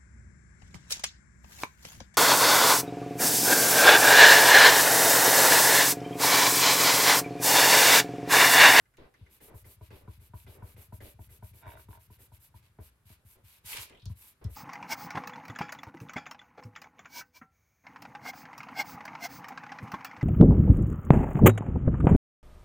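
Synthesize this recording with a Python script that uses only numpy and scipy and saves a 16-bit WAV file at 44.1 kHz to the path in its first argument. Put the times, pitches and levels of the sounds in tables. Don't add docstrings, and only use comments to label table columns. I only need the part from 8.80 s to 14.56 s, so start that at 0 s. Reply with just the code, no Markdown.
import sys
import numpy as np
from scipy import signal
from scipy.fft import rfft, irfft
from scipy.io import wavfile

SR = 44100
rng = np.random.default_rng(int(sys.argv[2]) if len(sys.argv) > 2 else 0)


def persist_wave(psi):
    counts = np.round(np.clip(psi, -1, 1) * 32767).astype(np.int16)
    wavfile.write(sys.argv[1], SR, np.atleast_2d(counts).T)


N = 253971

# (time [s], skin hiss [dB], press [dB])
PUSHES = [(0.495, -66, -69), (0.74, -62, -40), (1.009, -72, -39.5), (1.276, -70.5, -36),
          (1.535, -65, -35.5), (1.822, -65.5, -35.5), (2.123, -62.5, -36), (2.39, -65, -39),
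          (2.624, -64.5, -37), (2.861, -64.5, -38), (3.084, -66, -39.5), (3.3, -68.5, -46),
          (3.518, -66, -44.5), (3.741, -72, -44.5)]
# (time [s], length [s], skin hiss [dB], page rustle [dB])
RETURNS = [(0.604, 0.1, -59.5, -64), (0.844, 0.122, -62, -66.5), (1.105, 0.13, -69, -58.5),
           (1.396, 0.1, -68, -76.5), (1.665, 0.12, -66, -61), (1.964, 0.12, -63, -64),
           (2.204, 0.14, -61, -58), (2.491, 0.098, -63, -70.5), (2.733, 0.1, -64, -71.5),
           (2.962, 0.095, -66, -73), (3.192, 0.085, -66.5, -94), (3.387, 0.092, -62.5, -71.5),
           (3.594, 0.1, -64.5, -92), (3.818, 0.077, -81, -83.5)]
# (start [s], end [s], skin hiss [dB], paper rasp [dB])
SMOOTHINGS = [(4.0, 4.105, -64.5, -69), (4.25, 4.37, -66.5, -67), (4.446, 4.57, -64, -72),
              (4.635, 4.803, -65.5, -66.5), (5.289, 5.335, -69, -69), (5.352, 5.54, -60.5, -67.5),
              (5.692, 5.8, -61.5, -68.5)]
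# (start [s], end [s], hollow rustle [dB], crinkle [dB])
RUSTLES = [(0.18, 0.3, -56.5, -68.5), (0.33, 0.66, -80, -76), (0.68, 0.8, -59, -81),
           (1.21, 1.29, -64.5, -90), (1.75, 1.95, -61.5, -101), (2.245, 2.32, -82, -64.5),
           (3.989, 4.04, -64.5, -85), (4.38, 4.52, -80, -107), (4.555, 4.63, -68.5, -82),
           (5.098, 5.21, -61.5, -94), (5.612, 5.73, -58, -76.5)]
# (time [s], treble hiss [dB], midrange rasp [dB], hollow lows [dB])
SWIPE = [(4.83, -96, -83, -72), (4.858, -51, -53.5, -79), (4.876, -50.5, -47.5, -87),
         (4.926, -43.5, -43.5, -65), (4.956, -54, -43.5, -50), (4.972, -49.5, -35.5, -52),
         (4.986, -58, -42, -62), (5.014, -47.5, -47.5, -65), (5.032, -48, -46.5, -58),
         (5.086, -76, -79, -69), (5.1, -77, -54.5, -73)]
# (time [s], desk thump [dB], pad knock [dB])
DROPS = [(0.408, -41, -70), (3.987, -38.5, -46.5), (4.3, -48.5, -59), (4.842, -49.5, -61),
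         (4.982, -44.5, -56), (5.225, -45, -67), (5.257, -30, -52), (5.296, -30.5, -55.5),
         (5.645, -24.5, -59)]
# (start [s], length [s], level [dB], first slip rate [1/s], gap growth [0-1])
JUDDERS = [(2.813, 0.19, -41.5, 175, 0.1), (3.086, 0.097, -46.5, 48, 0.03)]
# (time [s], level [dB], pitch [Hz])
SNAPS = [(0.055, -55, 1980), (0.1388, -51.5, 1980), (0.1702, -45.5, 2300), (0.34, -47, 1800),
         (0.4636, -47, 1900), (4.9292, -21.5, 2640), (4.9668, -45, 2280)]
# (time [s], level [dB])
NAILS = [(0.1706, -55), (5.256, -39.5), (5.6428, -43.5)]
# (frequency [Hz], level [dB], 60 dB decay [s])
PAD_MODES = [(207, -3.5, 0.062), (319.5, -8.5, 0.06), (420, -6.5, 0.026), (626, -9, 0.058),
             (965, -1.5, 0.039), (1060, -4, 0.012), (1506, -4.5, 0.015), (1800, -8.5, 0.0097),
             (2307, -9, 0.017), (2610, -12.5, 0.012), (3800, -14, 0.022)]
# (frequency [Hz], level [dB], 60 dB decay [s])
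DESK_MODES = [(63.1, -16, 0.66), (88.7, -9.5, 0.24), (120.5, -37, 0.23), (182.9, -18, 0.17)]
# (frequency [Hz], relative level [dB])
SKIN_COLOUR = [(1500, -17), (4000, -20.5), (6500, -11.5), (8500, -7.5), (10500, -4), (12300, 1.5),
               (14000, -5), (16000, -10.5)]
# (frequency [Hz], relative level [dB])
RASP_COLOUR = [(300, -33.5), (700, -9.5), (950, 1), (1250, -6), (1800, -3), (2350, 2.5), (3000, 0.5),
               (4200, -1.5), (6000, -8.5), (9000, -8.5), (16000, -21)]
# (frequency [Hz], relative level [dB])
SWIPE_HISS_COLOUR = [(2000, -18), (4500, -8), (7000, -6), (9000, -3.5), (10500, -3), (12500, 0.5),
                     (14000, -5), (16000, -9.5)]
# (frequency [Hz], relative level [dB])
HOLLOW_COLOUR = [(90, 2.5), (180, -4), (270, -2.5), (480, -1.5), (650, -6), (850, -8.5), (1300, -14.5),
                 (2200, -19.5), (5000, -52)]
# (frequency [Hz], relative level [dB])
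CRINKLE_COLOUR = [(500, 17), (1000, -10), (1800, 1), (2400, 9), (3600, 6), (5000, -0.5), (8000, -22),
                  (16000, -76)]
# (frequency [Hz], relative level [dB])
ROOM_COLOUR = [(20, -36), (45, 3.5), (65, -5), (110, 1), (250, -13), (700, -18), (1500, -17), (2500, -24.5),
               (6000, -31), (12000, -27), (16000, -35.5)]
# (frequency [Hz], left-right likeness [-1 to 1])
LIKENESS = [(60, 0.94), (150, 0.91), (300, 0.93), (700, 0.27), (1400, 0.35), (2800, -0.1), (4500, 0.29),
            (7000, 0.032), (10000, 0.88), (13000, 0.68), (16000, -0.037)]

TURN_PAUSE_S = 0.0089
RASP_DB, RASP_FOLLOWS = -71, 0.067
RUSTLE_S, CRINKLE_DB = 0.1, -7
THUMP_LAG_S = 0.0036
BRAKE_LEAD_S, BRAKE_DB, SET_OFF_LAG_S, SET_OFF_DB, STOP_DB = 0.02, -9.5, 0.01585, 6, -12.5
SMOOTHING_PRESS_DB = -50
BUMP_DB = -11.0
JUDDER_JITTER, JUDDER_FADE_DB = 0.04, 11.5
PAD_CRACK_DB, PAD_ROOM_T60_S = 13, 0.15
CREASE_DB, CREASE_HZ = 17.5, 2020
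SETTLE_START_S, SETTLE_END_S, SETTLE_DB = 5.1, 5.221, -43
SETTLE_FROM_HZ, SETTLE_TO_HZ = 2370, 3560
ROOM_DB = -71.5
CUTOFF_HZ = 15950


def strokes():
    hiss, rasp = gestures(stroke_moves(), peak_at=0.47, power=0.72)
    grip = from_db(drift(45))
    skin = from_db(3.0) * hiss * friction(SKIN_COLOUR, grain_db=0.4, grain_rate=230)
    paper = from_db(-0.5) * rasp * friction(RASP_COLOUR, grain_db=3.0, grain_rate=490)
    return grip * (skin + paper) * from_db(0.033 * np.array([[1], [-1]]))


def stroke_moves():
    rows = []
    usual_rustle_db = np.mean([db for *_, db in RETURNS])
    for (start, push_db, _), (turn, length, return_db, rustle_db) in zip(PUSHES, RETURNS):
        return_rasp_db = RASP_DB + RASP_FOLLOWS * (rustle_db - usual_rustle_db)
        rows.append((start, turn - TURN_PAUSE_S, push_db, RASP_DB))
        rows.append((turn, turn + length, return_db, return_rasp_db))
    return rows + SMOOTHINGS


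def swipe():
    times, *levels_db = np.transpose(SWIPE)
    t = np.arange(N) / SR
    hiss_db, rasp_db, hollow_db = [
        np.interp(t, times, db, left=-np.inf, right=-np.inf) for db in levels_db]
    hiss = from_db(hiss_db + 2.5) * friction(SWIPE_HISS_COLOUR, grain_db=1.0, grain_rate=610)
    rasp = from_db(rasp_db - 4.0) * friction(RASP_COLOUR, grain_db=2.5, grain_rate=520)
    rasp = rasp * from_db(0.67 * np.array([[-1], [1]]))
    hollow = from_db(hollow_db - 2.5) * friction(HOLLOW_COLOUR, grain_db=6, grain_rate=250)
    return hiss + rasp + hollow


def rustles():
    hollow, crinkle = gestures(page_shifts(), peak_at=0.05, power=0.91)
    air = from_db(3.0) * hollow * friction(HOLLOW_COLOUR, grain_db=0, grain_rate=140)
    creasing = from_db(4.5) * crinkle * friction(CRINKLE_COLOUR, grain_db=2.0, grain_rate=500)
    return air + creasing


def page_shifts():
    return RUSTLES + [(s, s + RUSTLE_S, db, db + CRINKLE_DB) for s, *_, db in RETURNS]


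def thumps():
    def swell(force):
        return band(band(force, 77.0, 109.0), 62, 186)
    push = clicks(presses())
    thud = swell(push) / np.abs(swell(signal.unit_impulse(SR // 10))).max()
    sway = sum(from_db(db) * ring(push, hz, t60) for hz, db, t60 in DESK_MODES)
    return (from_db(-0.5) * thud + band(sway, 27, 207)) * from_db(np.array([[1], [-1]]))


def presses():
    rows = [(s + THUMP_LAG_S, db) for s, db, _ in DROPS]
    for (start, _, db), (turn, length, _, rustle_db) in zip(PUSHES, RETURNS):
        rows.append((start + THUMP_LAG_S, db))
        rows.append((turn - BRAKE_LEAD_S, db + BRAKE_DB))
        rows.append((turn + SET_OFF_LAG_S, (db + rustle_db) / 2 + SET_OFF_DB))
        rows.append((turn + length, db + STOP_DB))
    return rows + [(start + THUMP_LAG_S, SMOOTHING_PRESS_DB) for start, *_ in SMOOTHINGS]


def knocks():
    landing = pad(bumps(), scrape_t60=0.017, lowest_hz=115, hardness_hz=1180, wet_db=-4.5)
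    chatter = pad(slips(), scrape_t60=0.014, lowest_hz=454, hardness_hz=2950, wet_db=-6.0)
    return from_db(-6.5) * landing + from_db(-9.5) * chatter


def bumps():
    return [(s, db + BUMP_DB) for s, _, db in PUSHES] + [(s, db) for s, _, db in DROPS]


def slips(count=20):
    rows = []
    for start, length, db, rate, growth in JUDDERS:
        jitter = 1 + JUDDER_JITTER * rng.standard_normal(count)
        gaps = (1 + growth) ** np.arange(count) * jitter / rate
        ages = np.cumsum(gaps) - gaps
        for age in ages[ages < length]:
            rows.append((start + age, db - JUDDER_FADE_DB * (2 * age / length - 1) ** 2))
    return rows


def pad(rows, scrape_t60, lowest_hz, hardness_hz, wet_db):
    fade = np.exp(-np.log(1000) / (scrape_t60 * SR))
    hits = clicks(rows)
    scrape = signal.lfilter([1], [1, -fade], hits + 1e-18) * rng.standard_normal(N)
    force = hits + 0.33 * scrape
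    rung = sum(from_db(db) * (-1) ** k * ring(force, hz, t60)
               for k, (hz, db, t60) in enumerate(PAD_MODES))
    contact = band(rung + from_db(PAD_CRACK_DB) * force, lowest_hz, hardness_hz)
    return reflections(contact, wet_db=wet_db, t60=PAD_ROOM_T60_S)


def snaps():
    pops = ticks = 0
    for s, db, hz in creases():
        crack = burst(s, t60=0.015)
        pop = band(crack, hz / 1.38, hz * 1.24) + 0.14 * band(crack, 920, 9800)
        pops = pops + from_db(db) * pop / np.abs(pop).max()
    for s, db in NAILS:
        tick = band(burst(s, t60=0.0064), 3700, 13100)
        ticks = ticks + from_db(db) * tick / np.abs(tick).max()
    return reflections(from_db(-10.5) * pops + from_db(0.5) * ticks, wet_db=1.5, t60=0.13)


def creases(count=6):
    times = np.linspace(SETTLE_START_S, SETTLE_END_S, count) + 0.0015 * rng.standard_normal(count)
    pitches = np.geomspace(SETTLE_FROM_HZ, SETTLE_TO_HZ, count)
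    settling = [(s, SETTLE_DB, hz) for s, hz in zip(times, pitches)]
    return SNAPS + settling + [(s, db + CREASE_DB, CREASE_HZ) for s, *_, db in RETURNS]


def room_hush():
    return from_db(ROOM_DB) * stereo(rng.standard_normal((2, N)), ROOM_COLOUR)


def reflections(x, wet_db, t60):
    t = np.arange(SR // 2) / SR
    tail = band(rng.standard_normal((2, len(t))), 303, 5200) * from_db(-60 * t / t60) * (t > .001)
    tail /= np.sqrt(np.sum(tail ** 2, axis=1, keepdims=True))
    return x + from_db(wet_db) * signal.fftconvolve(np.atleast_2d(x), tail, axes=1)[:, :N]


def friction(colour, grain_db, grain_rate):
    grains = from_db(grain_db * np.clip(drift(grain_rate), -2, 2))
    return stereo(rng.standard_normal((2, N)) * grains, colour)


def stereo(white, colour):
    mid, side = rfft(white) * from_db(per_bin(colour))
    alike = per_bin(LIKENESS)
    mid = irfft(mid * np.sqrt(1 + alike), N)
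    side = irfft(side * np.sqrt(1 - alike), N)
    return np.array([mid + side, mid - side]) / np.std(mid)


def gestures(rows, peak_at, power):
    t, out = np.arange(N) / SR, np.zeros((2, N))
    for start, end, *levels_db in rows:
        during = (t > start) & (t < end)
        progress = (t[during] - start) / (end - start)
        phase = np.interp(progress, [0, peak_at, 1], [0, np.pi / 2, np.pi])
        out[:, during] += from_db(levels_db)[:, None] * np.sin(phase) ** power
    return out


def burst(s, t60):
    age = np.arange(SR // 16) / SR
    out, at = np.zeros(N + len(age)), round(s * SR)
    out[at:at + len(age)] = rng.standard_normal(len(age)) * from_db(-60 * age / t60)
    return out[:N]


def clicks(rows):
    s, db = np.transpose(rows)
    out = np.zeros(N)
    out[np.round(s * SR).astype(int)] = from_db(db)
    return out


def ring(force, hz, t60):
    r, w = np.exp(-np.log(1000) / (t60 * SR)), 2 * np.pi * hz / SR
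    return signal.lfilter([0, np.sin(w)], [1, -2 * r * np.cos(w), r * r], force + 1e-18)


def band(x, low_hz, high_hz):
    return signal.sosfilt(signal.butter(2, [low_hz, high_hz], "band", fs=SR, output="sos"), x + 1e-18)


def drift(rate):
    return np.interp(np.arange(N) * rate / SR, np.arange(N), rng.standard_normal(N)) * np.sqrt(3 / 2)


def per_bin(points):
    hz, value = np.transpose(points)
    return np.interp(np.log(np.arange(N // 2 + 1) * SR / N + 1), np.log(hz), value)


def from_db(db):
    return 10 ** (np.asarray(db) / 20)


def scene():
    paper = reflections(strokes() + rustles() + swipe(), wet_db=-10.0, t60=0.27)
    return paper + thumps() + knocks() + snaps() + room_hush()


def record(dry):
    return signal.sosfilt(signal.ellip(12, .1, 80, CUTOFF_HZ, fs=SR, output="sos"), dry)


dry = scene()
out = record(dry)
persist_wave(out)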